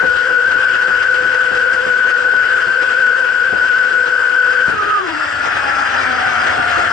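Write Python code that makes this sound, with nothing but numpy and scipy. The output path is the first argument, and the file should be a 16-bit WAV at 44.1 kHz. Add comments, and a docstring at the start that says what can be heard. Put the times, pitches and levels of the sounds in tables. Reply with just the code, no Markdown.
"""Two beating shaft whines come first, under a rush of spray: a model catamaran planes over chop, then settles.
The microphone pair rides aboard, behind two ports, at no distance from the hull that carries the sound.
Each drive is a stack of shaft-order sines at a slightly different speed; spray, wash, singing fittings and
hull boom are coloured noises; slaps are short noise bursts; at part throttle the speed controllers whistle
as one wavering sine."""
import sys
import numpy as np
from scipy import signal
from scipy.fft import rfft, irfft, next_fast_len
from scipy.io import wavfile
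from scipy.ndimage import uniform_filter1d, minimum_filter1d, map_coordinates

SR = 44100
rng = np.random.default_rng(int(sys.argv[2]) if len(sys.argv) > 2 else 0)


def int16_out(signal):
    """Quantize to a 16-bit WAV file."""
    q = np.round(np.clip(np.atleast_2d(signal).T, -1, 1) * 32767)
    wavfile.write(sys.argv[1], SR, q.astype(np.int16))


N = 305172

# throttle of the slower drive, before skips and trims: start_s, shaft_hz, whine_db, once_per_turn_db
THROTTLE = [(0, 490.9, -17, -27.5), (.8, 494, -16, -33), (1.7, 493, -16, -30.5), (1.85, 494.2, -19, -26.5),
            (2.0, 495.2, -15.5, -31), (2.8, 492.5, -17.5, -32.5), (3.6, 494.6, -16, -33),
            (4.64, 495, -15.5, -32), (4.71, 489.8, -20.5, -30), (4.76, 418.2, -25, -42),
            (4.8, 402.7, -19.5, -36.5), (4.87, 410, -21.5, -34.5), (4.94, 408.4, -16, -39.5),
            (5.0, 388, -17.5, -32), (5.05, 350, -33, -28.5), (5.1, 320, -30.5, -28),
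            (5.18, 302.9, -42, -32), (5.3, 288.9, -49, -40.5), (5.45, 280.6, -45, -49),
            (5.65, 275.8, -30.5, -45), (5.9, 265.1, -34, -37), (6.2, 246.8, -28, -43),
            (6.55, 239.2, -28, -48), (6.92, 228.2, -30, -42.5)]
# the hull skips and the propellers catch air, before bite and shares: peak_s, extra_shaft_hz
SKIPS = [(0.035, 15.4), (0.279, 17.95), (0.484, 25.57), (0.609, 21.67), (0.74, 16.66), (0.886, 21.04),
         (1.063, 21.84), (1.217, 18.54), (1.457, 16.73), (1.541, 19.84), (1.736, 29.05), (1.841, 25.36),
         (1.989, 16.47), (2.09, 19.58), (2.205, 19.22), (2.335, 16.06), (2.599, 16.08), (2.728, 22.98),
         (2.858, 11.9), (2.998, 22.74), (3.193, 18.22), (3.456, 18.73), (3.662, 20.05), (3.906, 18.36),
         (4.19, 17.8), (4.36, 16.15), (4.545, 16.33)]
# upper shaft orders [multiples of shaft speed], and the strength of each [dB]
UPPER_ORDERS = (4, 5, 6, 9, 18)
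UPPER_LEVELS_DB = (-9, -6.5, -1, -9, -12)
# how the hull passes the upper orders on: pitch_hz, level_db
HULL_TRANSFER = [(900, -34), (1150, -32), (1400, -27.5), (1650, -36), (2000, -44), (2250, -46.5),
                 (2500, -42), (3000, -47.5), (4400, -49.5), (5300, -52), (9000, -65)]
# from planing to displacement, before chop and slaps: start_s, spray_db, wash_db, boom_db
WATER_LEVELS = [(0, -20.5, -64, -48), (2.3, -20.5, -63.5, -53), (4.5, -21.5, -54, -55.5),
                (4.75, -21.5, -35, -50), (5, -24.5, -27.5, -55), (5.15, -37.5, -22.5, -51),
                (5.4, -43, -20, -42.5), (5.65, -49, -19, -44), (5.88, -53, -18, -40.5),
                (6.1, -58.5, -17.5, -40.5), (6.4, -60.5, -16.5, -41.5), (6.6, -59.5, -16.5, -39.5),
                (6.92, -59.5, -18, -46)]
# relative colours of spray and wash: pitch_hz, level_db_per_hz
SPRAY_COLOUR = [(40, -27), (200, -24.5), (450, -14), (800, -19.5), (1150, -12.5), (1500, 1.5),
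                (1800, -12.5), (2300, -18.5), (3100, -17.5), (3700, -30.5), (5000, -31.5), (6000, -33),
                (7800, -37.5), (10800, -51)]
WASH_COLOUR = [(24, -49.5), (40, -34.5), (81, -17), (192, -24.5), (254, -17.5), (525, -15.5), (729, -10),
               (1040, -14), (1400, 0.5), (2240, -15.5), (3260, -19), (3840, -30.5), (5200, -28),
               (8310, -38), (10800, -55.5), (14000, -84), (22000, -120)]
# fine hull peaks and notches: pitch_hz, width_hz, level_db
HULL_PEAKS = [(2750, 88, 3), (3720, 80, 4.5), (3934, 170, 7), (4986, 160, 8), (5330, 91, 2.5),
              (8500, 250, -3.5), (8850, 400, 5), (10000, 120, 3.5), (10430, 200, -18)]
# boom of the hollow hull: pitch_hz, width_hz
HULL_BOOM = (85, 16)
# metal fittings that sing under vibration: pitch_hz, width_hz (before squaring), level_db
FITTING_MODES = [(4540, 140, -1.5), (4920, 160, -4.5), (5260, 130, -8.5), (7630, 260, -5), (9500, 150, -22),
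                 (10630, 240, -19)]
# level of the singing, before chop: start_s, level_db
FITTING_LEVEL = [(0, -45.5), (4.7, -44), (4.8, -59.5), (5.08, -56), (5.12, -43), (5.4, -40.5), (5.48, -53),
                 (6.92, -58.5)]
# the two microphone ports: pitch_hz, likeness_0_to_1, left_lead_rad, left_minus_right_db
PORT_PATHS = [(30, .75, 2.3, 2.5), (86.6, .9, -0.5, 2.5), (300, .2, 2.5, 1), (500, 0.4, 1, 1.5),
              (980, 0.2, 1.5, 3), (1135, 0, 1, -2.5), (1528, 1, 0.45, 6.5), (1756, 1, -1, 10.5),
              (2180, 0.3, 2, 0), (3060, 0, 0.5, 4.5), (3590, 0.77, -2, 0), (4390, 0.6, -6, -3.5),
              (5100, 0.96, -5.5, 2.5), (5660, 0.5, -7.5, 0.5), (10800, 0.3, -8.5, 1)]
# wave slaps under the hull, before trim: start_s, level_db, left_minus_right_db
HULL_SLAPS = [(0.024, -19, 12), (0.049, -31.5, -1), (0.287, -27, 3.5), (0.461, -28.5, 11),
              (0.547, -29, 8.5), (0.88, -26, 6), (1.069, -37.5, -2), (1.235, -27.5, 4.5), (1.507, -26, 9.5),
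              (1.859, -21.5, 0.5), (2.043, -25, 3.5), (2.241, -29, -0.5), (2.329, -22, -1), (2.666, -28, 4),
              (3.209, -29.5, -2), (3.523, -20.5, 4), (3.55, -36, -3), (4.448, -28.5, -2),
              (4.673, -23.5, 7.5), (4.729, -27.5, -1.5), (4.82, -28.5, -2.5), (6.578, -30, -10.5)]
# relative colour of a slap: pitch_hz, level_db_per_hz
SLAP_COLOUR = [(40, -10), (150, 3.5), (500, 7), (1200, 1), (3000, -19), (8000, -45)]
# controller whistle, before flutter: start_s, level_db
WHISTLE_LEVEL = [(0, -110), (5.04, -110), (5.1, -66), (6, -56), (6.92, -54.5)]

WHISTLE_HZ, TOP_HZ = 8018, 10950  # whistle pitch; band limit
# The second drive: speed ratio to the slower one, more added as speed drops below APART_HZ
FASTER, DRIFT_APART, APART_HZ = 1.025, .02, 440.2
TWICE_DB = -45  # slower drive, twice a turn
HANDOVER_DB, SPLASH_DB = 0.2, 0.06  # per extra Hz: slower drive's whine falls, spray lifts
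RACE_S, SAG_S = .024, .034  # rise and fall of a skip
SLOW_SHARE, FAST_SHARE = .75, .8  # part of the extra speed each drive takes
BITE, BITE_S = .3, .08  # drag of the blades digging in around a skip: share, half length
PART_DB, PART_HZ = (3.6, 7.4, 6.8, 18.1, 14), 332.1  # gain of each upper order below this shaft speed
BOOM_DB, BOOM_RISE_S, BOOM_T60 = -24, 0.027, 0.41  # boom set off by a slap: gain, rise, 60 dB decay in s
TIME = np.arange(N) / SR


def amp(db):
    """Decibels to gain."""
    return 10 ** (np.asarray(db) / 20)


def unit(x):
    """Scale to rms 1."""
    return x / np.sqrt(np.mean(x ** 2) + 1e-20)


def along(points, hz):
    """Read the columns after the first on a log-frequency axis."""
    f, *cols = np.transpose(points)
    return np.squeeze([np.interp(np.log(hz + 1), np.log(f + 1), c) for c in cols])


def curves(rows):
    """Read each column after the time at every sample."""
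    s, *cols = np.transpose(rows)
    return [np.interp(TIME, s, c) for c in cols]


def wobble(rate):
    """A smooth random curve with this many knots a second."""
    knots = rng.standard_normal(int(N * rate / SR) + 4)
    return map_coordinates(knots, [TIME * rate])


def filtered(x, response):
    """Multiply the spectrum by a response of frequency."""
    m = next_fast_len(N + SR // 2)
    spectrum = rfft(x, m) * response(np.fft.rfftfreq(m, 1 / SR))
    return irfft(spectrum, m)[..., :N]


def resonance(hz, centre_hz, width_hz):
    """Gain of one resonance, 1 at its centre."""
    return hz * width_hz / np.abs(centre_hz ** 2 - hz * hz + 1j * hz * width_hz)


def ports(pair):
    """Mix a shared and an unshared part into left and right by the ports' likeness, lead and balance."""
    m = next_fast_len(N + SR // 2)
    alike, lead, tilt_db = along(PORT_PATHS, np.fft.rfftfreq(m, 1 / SR))
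    turn = np.arccos(np.clip(alike, 0, 1)) / 2
    shared, unshared = rfft(pair, m) * [np.cos(turn), np.sin(turn)]
    skew = amp(tilt_db / 2) * np.exp(.5j * lead)
    return irfft(np.array([(shared + unshared) * skew, (shared - unshared) / skew]), m)[:, :N]


def rush(colour, patchy_db):
    """Two coloured noises of rms 1 that share patches of random gain in time and frequency."""
    z = signal.stft(rng.standard_normal((2, N)), nperseg=512)[2]
    field = rng.standard_normal(z.shape[1:])
    field = uniform_filter1d(uniform_filter1d(field, size=10, axis=0), size=10, axis=1)
    pair = signal.istft(z * amp(patchy_db * unit(field)), nperseg=512)[1][:, :N]
    return unit(filtered(pair, colour))


def racing():
    """Extra shaft speed (Hz) while the propellers run light: up fast, dragged back more slowly."""
    def bump(s, width_s):
        return np.exp(-((TIME - s) / width_s) ** 2)

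    extra = 0
    for s, hz in SKIPS:
        skip = bump(s, np.where(TIME < s, RACE_S, SAG_S))
        extra = extra + hz * (skip - BITE * bump(s, BITE_S))
    return extra


def easing(shaft_hz, below_hz):
    """Near 0 well above the given shaft speed, near 1 well below it."""
    return 1 / (1 + (shaft_hz / below_hz) ** 12)


def motor(shaft_hz, whine_db, jitter, flutter_db, once_db, twice_db, upper_db):
    """One drive: the third shaft order is the whine; load changes shake speed and strength."""
    warble = 1 + jitter * (wobble(22) + wobble(50))
    turns = 2 * np.pi * (np.cumsum(shaft_hz * warble) / SR + rng.random())
    whine = amp(whine_db + flutter_db * (wobble(35) + wobble(16))) * np.sin(3.0 * turns)
    once_level = amp(once_db + 2.43 * wobble(25) + 2.25 * wobble(10))
    once = once_level * np.sin(turns + 0.94 * wobble(40))
    twice = amp(twice_db + 4 * wobble(25)) * np.sin(2 * turns + 1.67 * wobble(70))
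    # the flexible shaft winds and unwinds, smearing high orders most
    twisted = turns + 0.03 * wobble(60)
    eased = easing(shaft_hz, PART_HZ)  # chopped current is richer in overtones
    upper = 0
    for k, order_db, part_db in zip(UPPER_ORDERS, UPPER_LEVELS_DB, PART_DB):
        level_db = order_db + part_db * eased + along(HULL_TRANSFER, k * shaft_hz) + upper_db
        upper = upper + amp(level_db + 4 * wobble(9)) * np.sin(k * twisted)
    return np.sqrt(2) * (whine + once + twice + upper)


def motors():
    """Both drives beat together; each reaches the two ports by its own path through the hull."""
    shaft_hz, whine_db, once_db = curves(THROTTLE)
    extra = racing()
    eased = easing(shaft_hz, APART_HZ)  # eased off, the slower shaft shakes the hull more
    trade_db = 1.3 * wobble(20)  # the load swings from one propeller to the other
    slow = motor(shaft_hz + SLOW_SHARE * extra, whine_db + trade_db - HANDOVER_DB * extra,
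                 jitter=.005, flutter_db=1.75, once_db=once_db - 3 + 5.5 * eased,
                 twice_db=TWICE_DB, upper_db=-0.8)
    fast_hz = (FASTER + DRIFT_APART * eased) * shaft_hz + FAST_SHARE * extra
    fast = motor(fast_hz, whine_db - trade_db - 3.0,
                 jitter=.0075, flutter_db=2.73, once_db=once_db - 7.5 * eased,
                 twice_db=TWICE_DB + 2.5, upper_db=-2.5)
    return ports(np.array([slow + fast, 0.87 * (slow - fast)]))


def hull_peaks_db(hz):
    """Narrow peaks and notches that the hull puts on the water noise."""
    return sum(db / (1 + (2 * (hz - c) / w) ** 2) for c, w, db in HULL_PEAKS)


def spray(level_db, chop_db):
    """Noise of thrown water while planing, lifted by chop and skips."""
    level = amp(level_db + chop_db + SPLASH_DB * racing())
    return level * rush(lambda hz: amp(along(SPRAY_COLOUR, hz) + hull_peaks_db(hz)), patchy_db=1.25)


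def hull_boom(level_db):
    """The hollow hull resonates to noise; each slap swells it, then it dies away."""
    struck = 0
    for s, db, _ in HULL_SLAPS:
        t = np.maximum(TIME - s, 0)
        struck = struck + amp(db + BOOM_DB - 60 * t / BOOM_T60) * (1 - np.exp(-t / BOOM_RISE_S))
    level = amp(level_db + 2.5 * wobble(9)) + struck
    return level * rush(lambda hz: resonance(hz, *HULL_BOOM), patchy_db=0.8)


def fittings(chop_db):
    """Metal fittings sing as noise through narrow squared resonances."""
    def metal(hz):
        return sum(amp(db) * resonance(hz, c, w) ** 2 for c, w, db in FITTING_MODES)

    return amp(curves(FITTING_LEVEL)[0] + 0.54 * chop_db) * rush(metal, patchy_db=1.0)


def wash(level_db, chop_db):
    """Heavier water noise once the hull sinks in."""
    level = amp(level_db + 0.89 * chop_db)
    return level * rush(lambda hz: amp(along(WASH_COLOUR, hz) + hull_peaks_db(hz)), patchy_db=1.8)


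def water():
    """Spray, boom, fittings and wash reach both ports; ripples lift all but the boom."""
    spray_db, wash_db, boom_db = curves(WATER_LEVELS)
    chop_db = 1.1 * np.abs(wobble(22)) + 2.03 * np.maximum(wobble(40), 0) + 0.4 * wobble(8)
    return ports(spray(spray_db, chop_db) + hull_boom(boom_db) + fittings(chop_db) + wash(wash_db, chop_db))


def slaps():
    """Each wave slap is a short dull noise burst, unlike at the two ports."""
    swell, t = np.zeros((2, N + SR)), np.arange(SR // 8) / SR
    for s, db, pan_db in HULL_SLAPS:
        burst = amp(db + 5 - 60 * t / 0.16) * (1 - np.exp(-t / 0.0077))
        start = round(s * SR)
        swell[:, start:start + len(t)] += amp([[pan_db / 2], [-pan_db / 2]]) * burst
    return swell[:, :N] * rush(lambda hz: amp(along(SLAP_COLOUR, hz)), patchy_db=-2.0)


def whistle():
    """The controllers chop the current at a fixed rate below full throttle; the phase wavers."""
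    phase = 2 * np.pi * WHISTLE_HZ * TIME + 1.2 * wobble(25)
    level = amp(curves(WHISTLE_LEVEL)[0] + 2.5 * wobble(22))
    return level * np.sqrt(2) * np.sin(phase) * amp([[-1.5], [1.5]])  # right port louder


def scene():
    """Everything heard aboard."""
    return motors() + water() + slaps() + whistle()


def record(dry):
    """A soft limiter eases the peaks down, both channels together; nothing stays above the band limit."""
    need = np.minimum(1, .6 / (np.abs(dry).max(axis=0) + 1e-9)) ** .7
    gain = uniform_filter1d(minimum_filter1d(need, size=260), size=200)
    return filtered(dry * gain, lambda hz: hz < TOP_HZ)


dry = scene()
out = record(dry)
int16_out(out)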